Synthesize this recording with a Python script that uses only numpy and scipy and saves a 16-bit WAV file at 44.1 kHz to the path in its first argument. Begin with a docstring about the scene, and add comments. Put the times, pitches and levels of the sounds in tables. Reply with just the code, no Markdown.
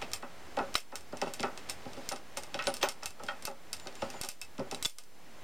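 """Locking pliers work a broken screw stub out of a cast-iron vice, close to a camera microphone in a
small workshop. Each stroke ends in a click of the loose lever; then the jaws are set again and the
toggle snaps. The teeth scrape over the stub, the vice knocks on the wooden bench, and the steel
squeaks faintly as it turns. The camera's gain control ducks at the loudest, sharpest clicks and lets
the room noise swell back."""
import sys
import numpy as np
from scipy import signal
from scipy.fft import rfft, irfft
from scipy.io import wavfile
from scipy.ndimage import uniform_filter1d

SR = 44100
rng = np.random.default_rng(int(sys.argv[2]) if len(sys.argv) > 2 else 0)


def to_wav(sig):
    """Store sig (one row per channel, or 1-D mono) as 16-bit WAV at the path in sys.argv[1].

    Samples outside -1..1 are clipped; the rate is SR.
    """
    pcm = np.clip(np.atleast_2d(sig), -1, 1) * 32767
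    pcm = np.round(pcm).astype(np.int16)
    wavfile.write(sys.argv[1], SR, pcm.T)  # frames by channels


N = 239594
T = np.arange(int(.36 * SR)) / SR  # time within one impact [s]

# the pliers reach the end of a turn and the lever drops loose: (time [s], level [dB])
STROKE_ENDS = [(0.134, -23.5), (0.9556, -27), (1.6972, -29), (2.3718, -28.5), (3.0579, -22), (3.7305, -27),
               (4.415, -26.5)]
# shoves that reach the bench through the vice: (time [s], level [dB], tilt [dB/octave])
SHOVES = [(0.014, -43, -3.5), (0.225, -38, 1), (0.569, -30.5, -3), (0.589, -31.5, -1), (0.921, -36.5, 1),
          (1.125, -36.5, -4), (1.216, -29, -2.5), (1.262, -37.5, -3), (1.393, -39.5, -9.5),
          (1.43, -30, 0.5), (1.855, -42.5, -7.5), (1.968, -44, -8), (2.111, -30.5, -0.5), (2.367, -38.5, 1),
          (2.542, -38.5, -5), (2.59, -35.5, 11.5), (2.67, -25, -2.5), (2.826, -23.5, 2), (3.025, -40, 5.5),
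          (3.196, -40.5, -2.5), (3.228, -41, -6), (3.284, -33.5, 7), (3.471, -30, -1), (3.856, -43, -4.5),
          (4.02, -32.5, -4.5), (4.137, -45, -1.5), (4.228, -31, 1.5), (4.581, -33.5, -4.5),
          (4.595, -30.5, -7), (4.716, -36, -4.5)]


def pliers(stroke_hz=6590, touch_hz=3560, touch_db=-7.5, rebound_db=-18):
    """The pliers click as the jaws are set, as a stroke ends and, more dully, as a shove begins."""
    # steel meets steel as the jaws are set again: (time [s], level [dB], contact centre [Hz])
    jaw_clicks = [(0.017, -40, 3960), (0.024, -35, 2800), (0.117, -44.5, 5300), (0.742, -34, 5130),
                  (0.7542, -11.5, 2290), (0.7569, -14.5, 6950), (0.78, -24.5, 6360), (1.171, -39, 5500),
                  (1.2158, -27.5, 3600), (1.3373, -32.5, 6850), (1.397, -33, 2800), (1.4052, -35, 5030),
                  (1.43, -32.5, 3650), (1.5757, -39, 4870), (1.933, -44, 4100), (2.09, -22, 6300),
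                  (2.12, -27, 4630), (2.161, -34.5, 5000), (2.4346, -38, 5500), (2.5434, -30, 3060),
                  (2.5912, -30.5, 1980), (2.624, -37.5, 3940), (2.64, -42, 5200), (2.67, -19, 3800),
                  (2.7402, -28, 6450), (2.768, -33, 6270), (2.8294, -17.5, 3540), (2.844, -38, 5230),
                  (2.8876, -21.5, 6160), (2.8922, -28, 5700), (3.033, -33, 4940), (3.2355, -39, 6040),
                  (3.265, -41, 5500), (3.287, -34, 2500), (3.424, -39.5, 6000), (3.4527, -19, 7200),
                  (3.4722, -27.5, 4400), (3.7982, -41, 5300), (3.871, -35, 3740), (3.954, -43, 5200),
                  (4.022, -35, 2980), (4.102, -38.5, 6130), (4.2135, -16, 7160), (4.2353, -19.5, 5700),
                  (4.248, -23, 6270), (4.2881, -16, 7100), (4.7125, -30.5, 5200), (4.7467, -34, 5660),
                  (4.8265, -24.5, 7000), (4.849, -21, 5150), (4.855, -16.5, 4700), (4.8613, -6.5, 8200),
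                  (4.9847, -23, 6750)]
    contacts = [(s, click(db, hz)) for s, db, hz in jaw_clicks]
    contacts += [(s, click(db, stroke_hz, ring_db=-7.5)) for s, db in STROKE_ENDS]
    contacts += [(s, click(db + touch_db, touch_hz)) for s, db, _ in SHOVES]
    out = np.zeros(N)
    for s, sound in contacts:
        add(out, s, sound)
        rebound_s = .015 + .04 * rng.random()  # play in the joints
        add(out, s + rebound_s, undb(rebound_db) * sound)
    return out


def click(db, hz, ring_db=-10, neutral_hz=6700, spread=1.588):
    """A short crack of contact and its ring; the harder the contact, the brighter both."""
    crack = unit(burst(hz, spread, t60=.0083), .002)
    tilt_db = 9.5 * np.log2(hz / neutral_hz)
    return undb(db) * (crack + undb(ring_db) * steel_ring(tilt_db))


def steel_ring(tilt_db, modes_db=0, room_db=-7, pivot_hz=3000):
    """Steel modes, struck at a new spot each time, in a wash of reflections from bench and walls."""
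    # modes of pliers and vice: (frequency [Hz], level [dB], t60 [s])
    steel_modes = [(1222, -3, 0.066), (1488, -3, 0.052), (2140, -6, 0.094), (2586, -5, 0.11),
                   (2661, -2.5, 0.085), (3210, -7.5, 0.1), (3740, -18, 0.14), (3760, -8.5, 0.11),
                   (4700, -39, .13), (4570, 1, 0.028), (5330, 4.5, 0.062), (5770, 1, 0.062),
                   (5900, -19, 0.14), (7000, -37, .14), (7510, -2, 0.1), (9240, -5, 0.11),
                   (11500, -27, .08), (14500, -9, 0.11)]
    # broad spectrum of the wash: (frequency [Hz], level [dB])
    clatter = [(150, -25), (600, 1.5), (1500, -6.5), (2700, 1.5), (4000, -1), (5500, -1), (9000, -2.5),
               (10500, -7.5), (13000, -11), (14400, -12), (16000, -38)]
    # clusters of close, quickly damped modes in the pliers: (frequency [Hz], width [Hz], gain [dB])
    clusters = [(2600, 270, -0.5), (4960, 250, 7), (8700, 260, 7), (14350, 400, 1)]
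    hz, db, t60 = np.transpose(steel_modes)
    strength, detune, phase = rng.standard_normal((len(hz), 3)).T
    hz = hz * (1 + .002 * detune)
    # a soft touch leaves the high modes quiet
    gain = undb(db + 2.5 * strength + min(tilt_db, 0) * np.log2(np.maximum(hz / pivot_hz, 1)))
    modes = sum(g * fade(d) * np.sin(2 * np.pi * f * T + np.pi * p)
                for g, d, f, p in zip(gain, t60, hz, phase))
    colour = [(f, level + tilt_db * np.log2(max(f / pivot_hz, 1))) for f, level in clatter]
    wash = noise(len(T), colour, peaks=clusters) * (fade(.14) + undb(room_db) * fade(.13))
    return unit(unit(wash, .022) + undb(modes_db) * unit(modes, .022), .022)


def toggle_snaps(t60=.023, width_octaves=.59):
    """The toggle strikes the lever and rings the modes near the centre frequency of the blow."""
    # the toggle snaps over: (time [s], level [dB], centre [Hz])
    blows = [(0.754, -12.5, 2420), (4.747, -34, 4500), (4.826, -30, 3470), (4.849, -18.5, 5100)]
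    # modes of the lever, damped by the hand: (frequency [Hz], level [dB])
    lever_modes = [(1410, -5), (2000, -0.5), (2300, -1.5), (3110, -4.5), (3370, -10), (3900, 5.5),
                   (4840, 2.5)]
    out = np.zeros(N)
    for s, db, centre_hz in blows:
        for hz, mode_db in lever_modes:
            share = np.exp(-.5 * (np.log2(hz / centre_hz) / width_octaves) ** 2)
            add(out, s, undb(db + mode_db) * share * fade(t60) * np.sin(2 * np.pi * hz * T))
    return out


def pings(t60=.11):
    """Lone partials of jaw, lever and spring sing on after a blow."""
    # struck partials: (time [s], frequency [Hz], level [dB])
    partials = [(0.758, 14350, -29), (0.759, 5320, -23.5), (2.12, 9240, -35.5), (2.641, 7940, -48),
                (2.676, 9380, -29.5), (2.83, 3130, -29), (2.829, 6150, -29), (2.829, 14260, -32.5),
                (2.891, 5290, -32.5), (3.286, 1440, -26), (3.287, 1866, -29.5), (3.285, 3200, -31.5),
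                (3.731, 4880, -37), (4.418, 2620, -28), (4.828, 7750, -33), (4.8545, 3470, -11.5)]
    out = np.zeros(N)
    for s, hz, db in partials:
        add(out, s, undb(db) * fade(t60) * np.sin(2 * np.pi * hz * T))
    return out


def scraping(slips_per_s=160, spread_db=4):
    """Teeth slip over the stub in tiny uneven steps, each ringing the steel."""
    # drags of the jaws: (time [s], length [s], level [dB])
    drags = [(0.579, 0.11, -65), (1.106, 0.25, -54), (1.682, 0.017, -45.5), (1.833, 0.41, -59.5),
             (2.588, 0.18, -52), (2.802, 0.062, -36), (3.189, 0.17, -54), (3.833, 0.46, -56.5)]
    out = np.zeros(N)
    for s, length, db in drags:
        size = int(length * SR)
        slips = rng.random(N) < slips_per_s / SR
        strength = undb(spread_db * np.minimum(rng.exponential(size=N), 4))
        force = (slips * strength)[:size] * np.sin(np.linspace(0, np.pi, size))
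        rasp = signal.fftconvolve(force, steel_ring(tilt_db=-7, modes_db=-7.5))
        add(out, s, undb(db) * unit(rasp, length))
    return out


def bench_knocks(stroke_db=-23, stroke_tilt_db=6.5, room_db=-12, rise_s=.00069):
    """Knocks spread through the bench top as bending waves: the highs arrive first, the lows trail."""
    # broad response of the wood: (frequency [Hz], level [dB])
    wood = [(50, -33), (120, -13), (250, -8.5), (550, -4), (850, -6.5), (1350, -2), (1700, -16.5),
            (2800, -19.5), (4200, -38), (9000, -76)]
    # resonances of the bench with the vice on it: (frequency [Hz], width [Hz], gain [dB])
    resonances = [(150, 8.5, -1), (247.4, 21.3, 16), (384, 23, 10.5), (404, 31, 7), (553.7, 19.3, 19),
                  (608, 22, 13), (798.7, 47, 18), (896, 116, 8.5), (1309, 27, 9.5), (1481, 38, 12.5),
                  (1903, 180, 13), (2583, 37, 17.5)]
    size = 2 * len(T)
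    khz = np.fft.rfftfreq(size, 1 / SR) / 1000
    lag_s = .006 * np.maximum(np.maximum(khz, .15) ** -.5 - .5, 0)
    dispersion = np.exp(-2j * np.pi * np.cumsum(lag_s) * SR / size)
    envelope = (fade(.14) + undb(room_db) * fade(.32)) * (1 - np.exp(-T / rise_s))
    stroke_knocks = [(s, db + stroke_db, stroke_tilt_db) for s, db in STROKE_ENDS]
    out = np.zeros(N)
    for s, db, tilt_db in list(SHOVES) + stroke_knocks:
        thud = noise(len(T), wood, tilt_db, resonances) * envelope
        knock = irfft(rfft(thud, size) * dispersion)
        add(out, s, undb(db) * unit(knock, .04))
    return out


def bench_sway(sway_db=-30.5):
    """The whole bench sways briefly on its legs at the end of each stroke."""
    out = np.zeros(N)
    for s, db in STROKE_ENDS:
        boom = burst(hz=78, spread=1.1, t60=.1)
        add(out, s, undb(db + sway_db) * unit(boom, .08))
    return out


def squeaks(waver=.0058):
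    """A thin stick-slip whistle that sinks as the turn slows."""
    # dry steel turning under load: (time [s], length [s], start [Hz], end [Hz], level [dB])
    turns = [(3.748, 0.14, 7150, 7000, -63), (3.945, 0.13, 7240, 6900, -62),
             (4.123, .09, 7100, 6700, -61.5), (4.286, 0.11, 7250, 6450, -63)]
    out = np.zeros(N)
    for s, length, start_hz, end_hz, db in turns:
        progress = np.linspace(0, 1, int(length * SR))
        wander = uniform_filter1d(rng.standard_normal((2, len(T))), size=150)
        slip, grip = (w[:len(progress)] / w.std() for w in wander)
        hz = (start_hz + (end_hz - start_hz) * progress ** 2) * (1 + waver * slip)
        envelope = 2 * np.sin(np.pi * progress) * (1 + .5 * grip)
        add(out, s, undb(db) * envelope * np.sin(2 * np.pi * np.cumsum(hz) / SR))
    return out


def room_tone(db=-49.5):
    """The steady air of the workshop, behind the work at the bench."""
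    # spectrum of the room: (frequency [Hz], level [dB])
    air = [(18, -43), (30, -6), (124, -7), (245, -5.5), (328, -6.5), (649, -6.5), (740, -7), (1280, -12),
           (2060, -12.5), (2610, -15.5), (3670, -19.5), (4650, -21), (7090, -25), (16000, -41)]
    return undb(db) * noise(N, air)


def ducking(x, threshold_db=-34, sense_hz=7000, window_s=.0021, recover_s=.31):
    """The camera's gain reduction in dB: jumps when the treble passes the threshold, then relaxes."""
    treble = signal.sosfilt(signal.butter(3, sense_hz, "high", fs=SR, output="sos"), x)
    power = np.maximum(uniform_filter1d(treble ** 2, int(window_s * SR)), 1e-12)
    over_db = np.maximum(10 * np.log10(power) - threshold_db, 0)
    relax = np.exp(-np.arange(N) / SR / recover_s)
    return np.maximum.accumulate(over_db / relax) * relax


def undb(db):
    """Decibels to gain."""
    return 10 ** (np.asarray(db) / 20)


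def fade(t60):
    """Decay that loses 60 dB in t60 seconds."""
    return np.exp(-np.log(1000) * T / t60)


def unit(x, seconds):
    """Scale to rms 1 over the first seconds."""
    return x / np.sqrt(np.mean(x[:int(seconds * SR)] ** 2))


def add(track, s, sound):
    """Mix a sound in at time s."""
    i = max(int(s * SR), 0)
    track[i:i + len(sound)] += sound[:N - i]


def burst(hz, spread, t60):
    """Decaying noise, band-passed from hz / spread to hz * spread."""
    band = signal.butter(2, [hz / spread, min(hz * spread, .47 * SR)], "band", fs=SR, output="sos")
    return signal.sosfilt(band, rng.standard_normal(len(T)) * fade(t60))


def noise(size, points, tilt_db=0, peaks=()):
    """Noise of rms 1 with a spectrum of (Hz, dB) points, a tilt per octave and resonant peaks."""
    f = np.maximum(np.fft.rfftfreq(size, 1 / SR), 1)
    hz, db = np.transpose(points)
    gain = undb(np.interp(np.log(f), np.log(hz), db) + tilt_db * np.log2(np.clip(f, hz[1], hz[-1])))
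    gain *= 1 + sum((undb(peak_db) - 1) / (1 + (2 * (f - centre) / width) ** 2)
                    for centre, width, peak_db in peaks)
    x = irfft(gain * rfft(rng.standard_normal(size)), size)
    return x / x.std()


def scene():
    """Pliers, vice and bench sit close and straight ahead of the microphone, over the room tone."""
    steel = pliers() + toggle_snaps() + pings() + scraping()
    mid = steel + bench_knocks() + bench_sway() + squeaks() + room_tone()
    return np.array([mid, mid])


def record(dry, thump_hz=260, hiss_db=-67, port_hiss_db=-68, ports_hz=3500, top_hz=15800, offset=.006):
    """The camera microphone: gain control with a soft thump at each drop, hiss and a steep top cut."""
    duck_db = ducking(dry[0])
    drops = np.maximum(np.diff(duck_db, prepend=duck_db[0]), 0)
    thump = .095 * signal.sosfilt(signal.butter(1, thump_hz, fs=SR, output="sos"), drops)
    sound = dry * undb(-duck_db) + thump
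    preamp_hiss = undb(hiss_db) * noise(N, [(50, -30), (500, -16), (3000, 7.5), (16000, 1.5)])
    # the two ports differ mainly in the treble: each has its own hiss and hears short waves a bit apart
    port_hiss = noise(N, [(100, -18), (2200, -36.5), (5000, -16.5), (8000, -14), (16000, -13)])
    treble = signal.sosfiltfilt(signal.butter(1, ports_hz, "high", fs=SR, output="sos"), sound[0])
    side = undb(port_hiss_db) * port_hiss + undb(-15) * np.gradient(treble)
    stereo = sound + preamp_hiss + side * np.array([[1], [-1]])
    return offset + signal.sosfilt(signal.ellip(8, .2, 70, top_hz, fs=SR, output="sos"), stereo)


dry = scene()
out = record(dry)
to_wav(out)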